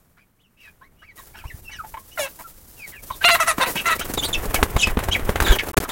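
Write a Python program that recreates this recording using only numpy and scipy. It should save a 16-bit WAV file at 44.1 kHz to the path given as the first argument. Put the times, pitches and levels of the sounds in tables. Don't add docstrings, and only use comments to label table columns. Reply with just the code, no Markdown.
import sys
import numpy as np
from scipy import signal
from scipy.fft import rfft, irfft
from scipy.io import wavfile
from scipy.ndimage import uniform_filter1d

SR = 44100
rng = np.random.default_rng(int(sys.argv[2]) if len(sys.argv) > 2 else 0)


def log_audio(samples):
    frames = np.atleast_2d(samples).T
    limited = np.clip(frames, -1, 1)
    pcm = np.round(limited * 32767).astype(np.int16)
    wavfile.write(sys.argv[1], SR, pcm)


N = 260631
TIME_S = np.arange(N) / SR


def undb(db):
    return 10 ** (np.asarray(db) / 20)


def unit(x):
    return x / np.sqrt(np.mean(x ** 2) + 1e-18)


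def add(out, start_s, x):
    i = max(int(start_s * SR), 0)
    out[i:i + len(x)] += x[:max(N - i, 0)]


def band(x, lo_hz, hi_hz, order=2):
    sos = signal.butter(order, [lo_hz, min(hi_hz, .45 * SR)], "band", fs=SR, output="sos")
    return unit(signal.sosfilt(sos, x))


def colour(x, spectrum):
    freq_hz, gain_db = np.transpose(spectrum)
    bins_hz = np.maximum(np.arange(len(x) // 2 + 1) * SR / len(x), 1)
    gain = undb(np.interp(np.log(bins_hz), np.log(freq_hz), gain_db))
    return unit(irfft(rfft(x) * gain, len(x)))


def wobble(size, rate_hz):
    return np.interp(np.arange(size) * rate_hz / SR, np.arange(size), rng.standard_normal(size))


def crackle(size, spread_db):
    return rng.standard_normal(size) * undb(spread_db * wobble(size, 1500))


# freq_hz, gain_db
THROAT_SPECTRUM = [(700, -47), (1000, 7), (1320, 7.5), (1580, -0.5), (1950, 7), (2300, -11), (2700, -43),
                   (4000, -63)]
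BEAK_SPECTRUM = [(1800, -7), (2400, -0.5), (2760, 6.5), (3150, -6.5), (3600, -3), (4100, -3), (4500, -7.5),
                 (6000, -44)]
RASP_SPECTRUM = [(3500, -62), (5000, -17), (5600, -4.5), (5900, -4.5), (6300, -3), (6700, -5), (7800, -8),
                 (9500, -4), (12000, -10.5), (16000, -22)]


def hoarse_voice(t, pitch_hz, level_db, rough, chest_db, beak_db, rasp_db):
    n = len(t)
    pitch_hz = pitch_hz * (1 + .008 * wobble(n, 130)) * (1 + .125 * rough * wobble(n, 700))
    phase = 2 * np.pi * np.cumsum(pitch_hz) / SR
    pulses = unit(sum(np.cos(k * phase + k * k / 2) * undb(min(.8 * k, 5) * wobble(n, 60))
                      for k in range(1, 23)))
    pulses *= undb(5 * rough * wobble(n, 613.6)) * (1 + .5 * rough * np.cos(phase / 2))
    source = pulses + .62 * rough * (1 + np.cos(phase)) * rng.standard_normal(n)
    chest = undb(chest_db - 14.5 * rough) * band(source, 527, 1037, order=3)
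    beak = undb(beak_db - 9.5 * rough) * colour(source, BEAK_SPECTRUM)
    rasp = undb(rasp_db - 15.5 * rough) * colour(source, RASP_SPECTRUM)
    voice = colour(source, THROAT_SPECTRUM) + chest + beak + rasp
    voice /= np.sqrt(uniform_filter1d(voice ** 2, size=400) + 1e-9)
    fade = np.clip(np.minimum(t - t[0], t[-1] - t) / .0016, 0, 1)
    return voice * undb(level_db) * fade


# start_s, hold_s, start_hz, end_hz, bend (over 1 = early fall), level_db, fade_db,
# held_rough, lead_db, chest_db, beak_db, rasp_db
SQUAWK_CALLS = [(2.176, 0.017, 734, 693, 1.04, -25, -3, 0.06, -40, -8, -10, -30),
                (2.192, 0.071, 620, 550, 3.26, -21, -8.5, 0.15, -16, 10, 6, 2),
                (3.245, 0.11, 707, 682.6, 1.8, -9.5, -5.5, 0.074, -14, -1.5, 14, 0),
                (3.402, 0.03, 679, 646, 1.54, -14, -3.5, 0.18, -15, -6.5, -4, -2),
                (3.48, 0.034, 655, 633, 0.58, -14, -3, 0.39, -6, -5, -4.5, 3),
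                (3.612, 0.026, 544.7, 528, 1.1, -15, -1, .3, -3.5, 4, 0, -4),
                (3.666, .032, 525.3, 511, .7, -23.5, -6.5, 0.27, -3.5, 8, 2.5, -15),
                (3.859, 0.075, 680, 642.5, 0.72, -17, 0, 0.35, -13.5, -16, -2, -5.5)]
# centre_s, half_length_s, extra_db, extra_beak_db
VOICE_CRACKS = [(2.279, 0.0077, 8, -1), (3.245, 0.0037, 2.5, 7.5), (3.296, 0.0134, 1, -5),
                (3.358, 0.0068, 4, -13), (3.649, 0.0082, 1.5, 5), (3.899, 0.0104, -1, 1)]


def squawks(lead_s=.016, attack_s=.005, release_s=.038, settle_s=.0049, breakup_s=.0097, strain_hz=69.4):
    out = np.zeros(N)
    for (start_s, hold_s, start_hz, end_hz, bend, level_db, fade_db,
         held_rough, lead_db, chest_db, beak_db, rasp_db) in SQUAWK_CALLS:
        t = np.arange(-lead_s - attack_s, hold_s + release_s, 1 / SR)
        pitch_hz = end_hz + (start_hz - end_hz) * np.clip(1 - t / hold_s, 0, 1) ** bend
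        pitch_hz *= np.interp(t, [hold_s - .018, hold_s], [1, 1 - .0522])
        envelope_db = level_db + np.interp(t, [t[0], -attack_s, 0, hold_s, t[-1]],
                                           [lead_db - 14.5, lead_db, 0, fade_db, fade_db - 40])
        rough = np.interp(t, [0, settle_s, hold_s - breakup_s, hold_s],
                          [.704, held_rough, held_rough, .685])
        for centre_s, half_length_s, extra_db, extra_beak_db in VOICE_CRACKS:
            crack = np.exp(-((start_s + t - centre_s) / half_length_s) ** 4)
            rough += crack
            envelope_db += extra_db * crack
            beak_db += extra_beak_db * crack
        strain = wobble(len(t), strain_hz)
        pitch_hz *= 1 + .0051 * strain
        beak_db += strain
        rough = np.clip(rough + .017 * np.abs(wobble(len(t), strain_hz)), 0, 1)
        voice = hoarse_voice(t, pitch_hz, envelope_db, rough, chest_db, beak_db, rasp_db)
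        add(out, start_s + t[0], voice)
    return out


def syrinx_note(length_s, pitches_hz, peak_frac, octave_db, rough, flutter, third_db, rasp_db, scoop=0):
    n = int(length_s * SR)
    progress = np.linspace(0, 1, n)
    pitch_hz = np.polyval(np.polyfit([0, .5, 1], pitches_hz, 2), progress)
    pitch_hz *= 1 - scoop * np.exp(-progress * length_s / .014)
    pitch_hz *= 1 + .018 * wobble(n, 220) + flutter * rough * wobble(n, 1100)
    phase = 2 * np.pi * np.cumsum(pitch_hz) / SR
    overtones = (np.sin(2 * phase) + undb(third_db) * np.sin(3 * phase)) * (.7 + .7 * wobble(n, 1200))
    tone = np.sin(phase) + undb(octave_db) * overtones
    rasp = unit(tone * wobble(n, 2200))
    rasp += .4 * band(rng.standard_normal(n), .6 * pitches_hz[1], 2.6 * pitches_hz[1])
    arch = np.interp(progress, [0, np.clip(peak_frac, .1, .9), 1], [0, .5, 1])
    shimmer = undb((.8 + 3.6 * rough) * wobble(n, 390))
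    envelope = np.abs(np.sin(np.pi * arch)) ** .89 * shimmer
    return unit((tone + undb(rasp_db) * np.sqrt(abs(rough)) * rasp) * envelope)


# start_s, length_s, start_hz, middle_hz, end_hz, level_db, peak_frac, octave_db, rough
HELD_SHRIEKS = [(3.76, 0.055, 2496, 2730, 2560, -24.5, 0.29, -38, 0.45),
                (3.98, 0.068, 1836, 2970, 3140, -34, 0.33, -12, 0.73),
                (4.172, 0.046, 3844, 3500, 3620, -24.5, 0.18, -10.5, .06),
                (4.222, 0.048, 2635, 3630, 4300, -26.5, 0.45, -10, 0.27),
                (4.24, .05, 4680, 4350, 3350, -31.5, .1, 1, 0.21),
                (4.329, .018, 3650, 3300, 2560, -20, 0.17, -6, .05),
                (4.345, 0.017, 2650, 2700, 2520, -20, .1, -20, 0.14),
                (4.545, 0.026, 2570, 2443, 2020, -26, 0.38, -24, .65),
                (4.778, 0.033, 3520, 3380, 2670, -26, 0.87, 1, 0.57),
                (4.81, .038, 3800, 3470, 3200, -23.5, 0.27, -1.5, 0.69),
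                (4.82, 0.0277, 3016, 2632, 2610, -14, 0.87, -13.5, 0.038),
                (4.855, 0.054, 3170, 2270, 1780, -31, .1, -18, 0.87),
                (5.11, 0.039, 2800, 3250, 3420, -22.5, 0.51, -12.5, .25),
                (5.135, 0.028, 3430, 2390, 1900, -21, 0.83, -37, 0.11),
                (5.44, 0.074, 3940, 3440, 3710, -24, 0.62, -12.5, 0.22),
                (5.455, 0.089, 1749, 1650, 1520, -25, .3, -20, 1.36),
                (5.5, 0.062, 3640, 3246, 2790, -25.5, 0.29, -9.5, 0.57),
                (5.585, .031, 3290, 2090, 1860, -21.5, 0.18, -26, 0.79),
                (5.89, 0.021, 3350, 3610, 3900, -32, .56, -9, 0.38)]
FLOCK_PEEPS = [(.17, 0.079, 1560, 2410, 1930, -62, 0, -16, 0.5),
               (.385, 0.042, 2020, 3060, 3880, -66, 0.7, -21, 0.2),
               (.425, 0.045, 3720, 2940, 2650, -63, .9, -20, 0),
               (.565, .055, 2500, 2770, 2710, -54, 0.9, -25, 0.14),
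               (.59, .12, 2880, 2567, 2420, -51, .4, -21, 0.06),
               (.6, 0.1, 2600, 1953, 1586, -53, 0.9, -12, .54),
               (.81, 0.067, 1324, 1950, 2260, -53, 0.2, -18, 0.03),
               (.958, .112, 2770, 2910, 2500, -61, 0.7, -14, 0.16),
               (1.015, 0.044, 1340, 1970, 2460, -51, .35, -18, 0.06),
               (1.06, .067, 2730, 2235, 1900, -50, 0.84, -20, .04),
               (1.17, .057, 2026, 1820, 1540, -49, 0.15, -10, 0.3),
               (1.33, 0.09, 2430, 2770, 2230, -49, .77, -12, 0.1),
               (1.35, .09, 1570, 1474, 1250, -48, 0, -6, 0.96),
               (1.44, .062, 1590, 2717, 2610, -48, 1, -12.5, 0.01),
               (1.5, 0.032, 2200, 1820, 1920, -37.5, 0.22, -23, 0),
               (1.645, 0.059, 2820, 2710, 2784, -37.5, .8, -23, 0),
               (1.705, .067, 2460, 1937, 1610, -41.5, 0.5, -10, 0.34),
               (1.71, 0.078, 2840, 2940, 2040, -45, 0.3, -1, .01),
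               (1.785, 0.028, 1620, 1363, 1230, -30.5, 0.94, -28, 0),
               (2.11, 0.059, 2450, 3040, 2290, -51.5, 0, -3, 0.3),
               (2.765, .12, 2880, 2393, 1840, -42, 0.7, -15, 0.03),
               (2.92, 0.052, 2120, 1820, 1550, -43, 0, -26, 0.23),
               (2.935, 0.071, 2980, 2530, 2120, -46, 0.3, -30, 0.01),
               (3.11, 0.053, 3430, 3720, 3250, -45.5, 0, -25, 0.5)]


def whistles(calls, long_note_s=.082):
    out = np.zeros(N)
    for start_s, length_s, start_hz, middle_hz, end_hz, level_db, peak_frac, octave_db, rough in calls:
        scoop = .17 if length_s > long_note_s and middle_hz > start_hz else 0
        call = syrinx_note(length_s, (start_hz, middle_hz, end_hz), peak_frac, octave_db, rough,
                           flutter=.085, third_db=-10, rasp_db=-5, scoop=scoop)
        add(out, start_s, undb(level_db) * call)
    return out


# start_s, length_s, start_hz, end_hz, level_db, octave_db, rough
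CLUCK_CALLS = [(.168, 0.029, 1447, 1560, -56.5, -30, 0.92), (0.809, .031, 983, 1120, -49, -28, 0.2),
               (1.018, 0.019, 1107, 1240, -49.5, -25, 0.53), (1.177, .032, 1235, 954, -45, -20, .33),
               (1.34, 0.023, 729, 860, -45.5, 3, .77), (1.437, 0.022, 903, 1220, -40.5, -15, 0.7),
               (1.691, 0.02, 734, 970, -45.5, 4, .8), (1.833, 0.026, 900, 800, -39.5, -18, 0.5),
               (1.939, 0.015, 990, 907, -33, -6, 0.32), (1.968, 0.013, 960, 1095, -33, -9, 0.28),
               (2.384, 0.04, 982, 990, -41, -8.5, 0.74), (2.436, .042, 1398, 1264, -42, -35, 0),
               (3.101, .012, 1208, 926, -23.5, -20, 0.12), (3.208, 0.023, 1573, 1700, -30, -18, 0.56),
               (3.382, 0.029, 1219, 845, -28.5, -9, 0.33), (3.75, 0.025, 866, 1040, -30, 1, 0.85),
               (3.99, 0.039, 744, 713, -31, 12, 1.04), (4.589, 0.0081, 760, 686, -26, -21, 1),
               (5.735, 0.024, 1080, 1160, -24.5, -27, 0.56), (5.845, 0.02, 1260, 1336, -33, -16, 0.88)]


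def clucks(peak_frac=.54):
    out = np.zeros(N)
    for start_s, length_s, start_hz, end_hz, level_db, octave_db, rough in CLUCK_CALLS:
        call = syrinx_note(length_s, np.linspace(start_hz, end_hz, 3), peak_frac, octave_db, rough,
                           flutter=.14, third_db=-9, rasp_db=-7)
        add(out, start_s, undb(level_db) * call)
    return out


# clap_s, thump_db, slap_db, swish_db
WING_BEATS = [(3.583, -18, -29.5, -33.5), (3.756, -26, -42, -31.5), (3.995, -31, -37, -25.5),
              (4.099, -30, -39.5, -36), (4.138, -28, -37, -25.5), (4.176, -21.5, -30.5, -35),
              (4.456, -26, -57, -33.5), (4.544, -26, -23, -17), (4.629, -11.5, -15.5, -22.5),
              (4.765, -22, -21, -29), (4.872, -17.5, -26.5, -30), (4.972, -12.5, -25.5, -43),
              (4.991, -35, -28.5, -34), (5.038, -46, -33.5, -30.5), (5.086, -23, -28, -39),
              (5.195, -31, -36, -42), (5.293, -13.5, -24.5, -30.5), (5.358, -24.5, -22.5, -32.5),
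              (5.403, -24, -19, -26), (5.423, -27, -23.5, -27.5), (5.686, -25.5, -34, -32),
              (5.771, -19, -22, -22.5), (5.777, -10.5, -18, -20), (5.803, -27.5, -33.5, -32),
              (5.891, -40, -31.5, -34.5)]
# thump_db, t60_s
CLAP_DECAY = [(-38.5, 0.11), (-15.5, 0.042)]


def wings():
    out = np.zeros(N)
    t = np.arange(SR // 5) / SR - .02
    slap_spectrum = [(250, -85), (700, 12), (1800, 6), (4000, -3.5), (9000, -61)]
    for clap_s, thump_db, slap_db, swish_db in WING_BEATS:
        t60_s = np.interp(thump_db, *np.transpose(CLAP_DECAY))
        clap_envelope = np.where(t < 0, np.exp(np.minimum(t, 0) / .0011), undb(-60 * t / t60_s))
        swish_envelope = np.where(t < 0, np.exp(np.minimum(t, 0) / .00091), undb(-60 * t / .073))
        thump = undb(thump_db + 1) * band(rng.standard_normal(len(t)), 128, 473)
        slap = undb(slap_db + 4) * colour(crackle(len(t), 4.9), slap_spectrum)
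        swish = undb(swish_db + 3) * band(crackle(len(t), 2.9), 4100, 16000, order=1)
        snap = -undb(slap_db + 13) * np.tanh((t - .001) / .00004) * np.exp(-np.abs(t - .001) / .00039)
        add(out, clap_s + t[0], clap_envelope * (thump + slap) + swish_envelope * swish + snap)
    return out


# centre_s, peak_pressure, half_period_s
AIR_PUSHES = [(1.458, 0.048, 0.0028), (1.547, -0.038, 0.0024), (1.791, 0.0071, .003), (1.941, .014, .004),
              (3.11, .022, 0.0028), (4.379, 0.088, 0.0083), (4.49, .089, 0.006), (4.594, 0.12, 0.0073),
              (4.764, 0.33, 0.0031), (4.922, 0.12, 0.0085), (5.092, 0.14, 0.0032), (5.248, .11, 0.0075),
              (5.422, 0.25, 0.0036), (5.5107, -.81, .0049)]
# time_s, gain_db
PUFF_REACH = [(3.6, -16), (4.6, -1.5)]


def gusts(puff_lag_s=.0057, puff_half_period_s=.0027):
    puffs = []
    for clap_s, thump_db, *_ in WING_BEATS:
        reach_db = np.interp(clap_s, *np.transpose(PUFF_REACH))
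        puffs.append((clap_s + puff_lag_s, undb(thump_db + reach_db), puff_half_period_s))
    out = np.zeros(N)
    t = np.arange(SR // 5) / SR - .1
    for centre_s, peak_pressure, half_period_s in AIR_PUSHES + puffs:
        offset = t / half_period_s
        add(out, centre_s + t[0], peak_pressure * offset * np.exp((1 - offset ** 2) / 2))
    return out


# time_s, rumble_db, scuffle_db, rustle_db
STIR_LEVELS = [(0, -63, -68, -67.5), (.46, -71, -73.5, -74), (.68, -58.5, -66.5, -68.5),
               (1.13, -56, -66.5, -69.5), (1.2, -54, -58, -54.5), (1.48, -42, -61.5, -55.5),
               (2.04, -51, -61.5, -50), (2.95, -50, -62, -54.5), (3.2, -43, -56, -46),
               (3.45, -40.5, -44, -38.5), (3.54, -41.5, -45.5, -47), (3.68, -43, -39, -38),
               (4.0, -36, -40, -41), (4.4, -30, -36, -42.5), (5.4, -29, -35.5, -46.5),
               (5.52, -27, -27, -36.5), (5.66, -39, -40, -45.5), (5.9, -38, -40.5, -47)]
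# freq_hz, gain_db
RUMBLE_SPECTRUM = [(8.8, -36), (15, 4), (45, -1.5), (88, -2.5), (166, -15.5), (300, -21.5), (390, -21),
                   (660, -120)]
SCUFFLE_SPECTRUM = [(60, -12), (150, -3.5), (400, 2.5), (900, -3), (1800, -7), (3500, -18.5), (7000, -56)]
RUSTLE_SPECTRUM = [(300, 3.5), (1000, -4.5), (2500, -8.5), (5000, -4.5), (9000, -1), (13000, 2),
                   (16000, 1.5)]


def stir():
    time_s, *levels_db = np.transpose(STIR_LEVELS)
    rumble_db, scuffle_db, rustle_db = (np.interp(TIME_S, time_s, db) for db in levels_db)
    strokes = wobble(N, 55) * np.interp(rustle_db, [-68, -45], [.25, 1])
    rumble = undb(rumble_db - 2) * colour(rng.standard_normal(N), RUMBLE_SPECTRUM)
    scuffle = undb(scuffle_db + 1 + 5.4 * strokes) * colour(crackle(N, 2.9), SCUFFLE_SPECTRUM)
    rustle_gain = undb(rustle_db + 4 + 5.7 * strokes + .56 * wobble(N, 130))
    rustle = rustle_gain * colour(crackle(N, 1.3), RUSTLE_SPECTRUM)
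    return rumble + scuffle + rustle


# start_s, length_s, level_db
HISS_BURSTS = [(0.602, 0.16, -62), (1.158, 0.14, -47.5), (1.864, .05, -46), (2.178, 0.095, -34.5),
               (2.387, 0.06, -43), (2.473, 0.045, -46), (2.67, 0.14, -49.5), (2.872, 0.055, -38.5),
               (3.085, 0.064, -44.5), (3.69, 0.053, -31.5), (4.7, 0.02, -36.5), (5.249, 0.013, -36),
               (5.839, 0.012, -31)]


def hiss_bursts():
    out = np.zeros(N)
    for start_s, length_s, level_db in HISS_BURSTS:
        progress = np.linspace(0, 1, int(length_s * SR))
        grains = colour(crackle(len(progress), spread_db=4), RUSTLE_SPECTRUM)
        envelope = progress ** .2 * (1 - progress) ** .61
        add(out, start_s, undb(level_db) * unit(grains * envelope))
    return out


# delay_s, gain_db
NEAR_ECHOES = [(.0013, -8), (.0031, -9), (.0058, -10), (.0094, -12), (.0147, -15)]


def reflections(x, echo_db):
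    out = x.copy()
    for delay_s, gain_db in NEAR_ECHOES:
        add(out, delay_s, undb(gain_db + echo_db) * x)
    return out / np.sqrt(1 + sum(undb(gain_db + echo_db) ** 2 for _, gain_db in NEAR_ECHOES))


def coop(x, wet_db, t60_s):
    t = np.arange(SR // 3) / SR
    tail = band(crackle(len(t), 4), 400, 6000, order=1) * undb(-60 * t / t60_s) * (t > .004)
    return x + undb(wet_db) * signal.fftconvolve(x, tail / np.linalg.norm(tail))[:N]


# freq_hz, gain_db
YARD_SPECTRUM = [(15, 3), (25, 0), (200, 5.5), (489, -17), (575, -48), (775, -23), (1040, -18), (1130, -12),
                 (4490, -30.5), (14000, -59), (16000, -30)]


def yard(level_db=-64):
    return undb(level_db) * colour(rng.standard_normal(N), YARD_SPECTRUM)


def scene():
    hoarse_calls = squawks()
    notes = whistles(FLOCK_PEEPS) + whistles(HELD_SHRIEKS) + clucks()
    voices = coop(reflections(notes, echo_db=0), wet_db=-15, t60_s=.13)
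    voices += coop(reflections(hoarse_calls, echo_db=-6), wet_db=-18, t60_s=.13)
    background = yard()
    flapping = coop(wings(), wet_db=-26.5, t60_s=.15)
    return (voices + flapping + gusts() + stir() + hiss_bursts() + background)[None]


# start_s, end_s
DROPOUTS = [(5.716, 5.732), (5.744, 5.767), (5.788, 5.802)]


def record(dry, cutoff_hz=16000):
    gate = 1. - sum((TIME_S > start_s) & (TIME_S < end_s) for start_s, end_s in DROPOUTS)
    rounded = np.tanh(dry * uniform_filter1d(gate, size=40))
    return signal.sosfilt(signal.ellip(8, .2, 80, cutoff_hz, fs=SR, output="sos"), rounded)


dry = scene()
out = record(dry)
log_audio(out)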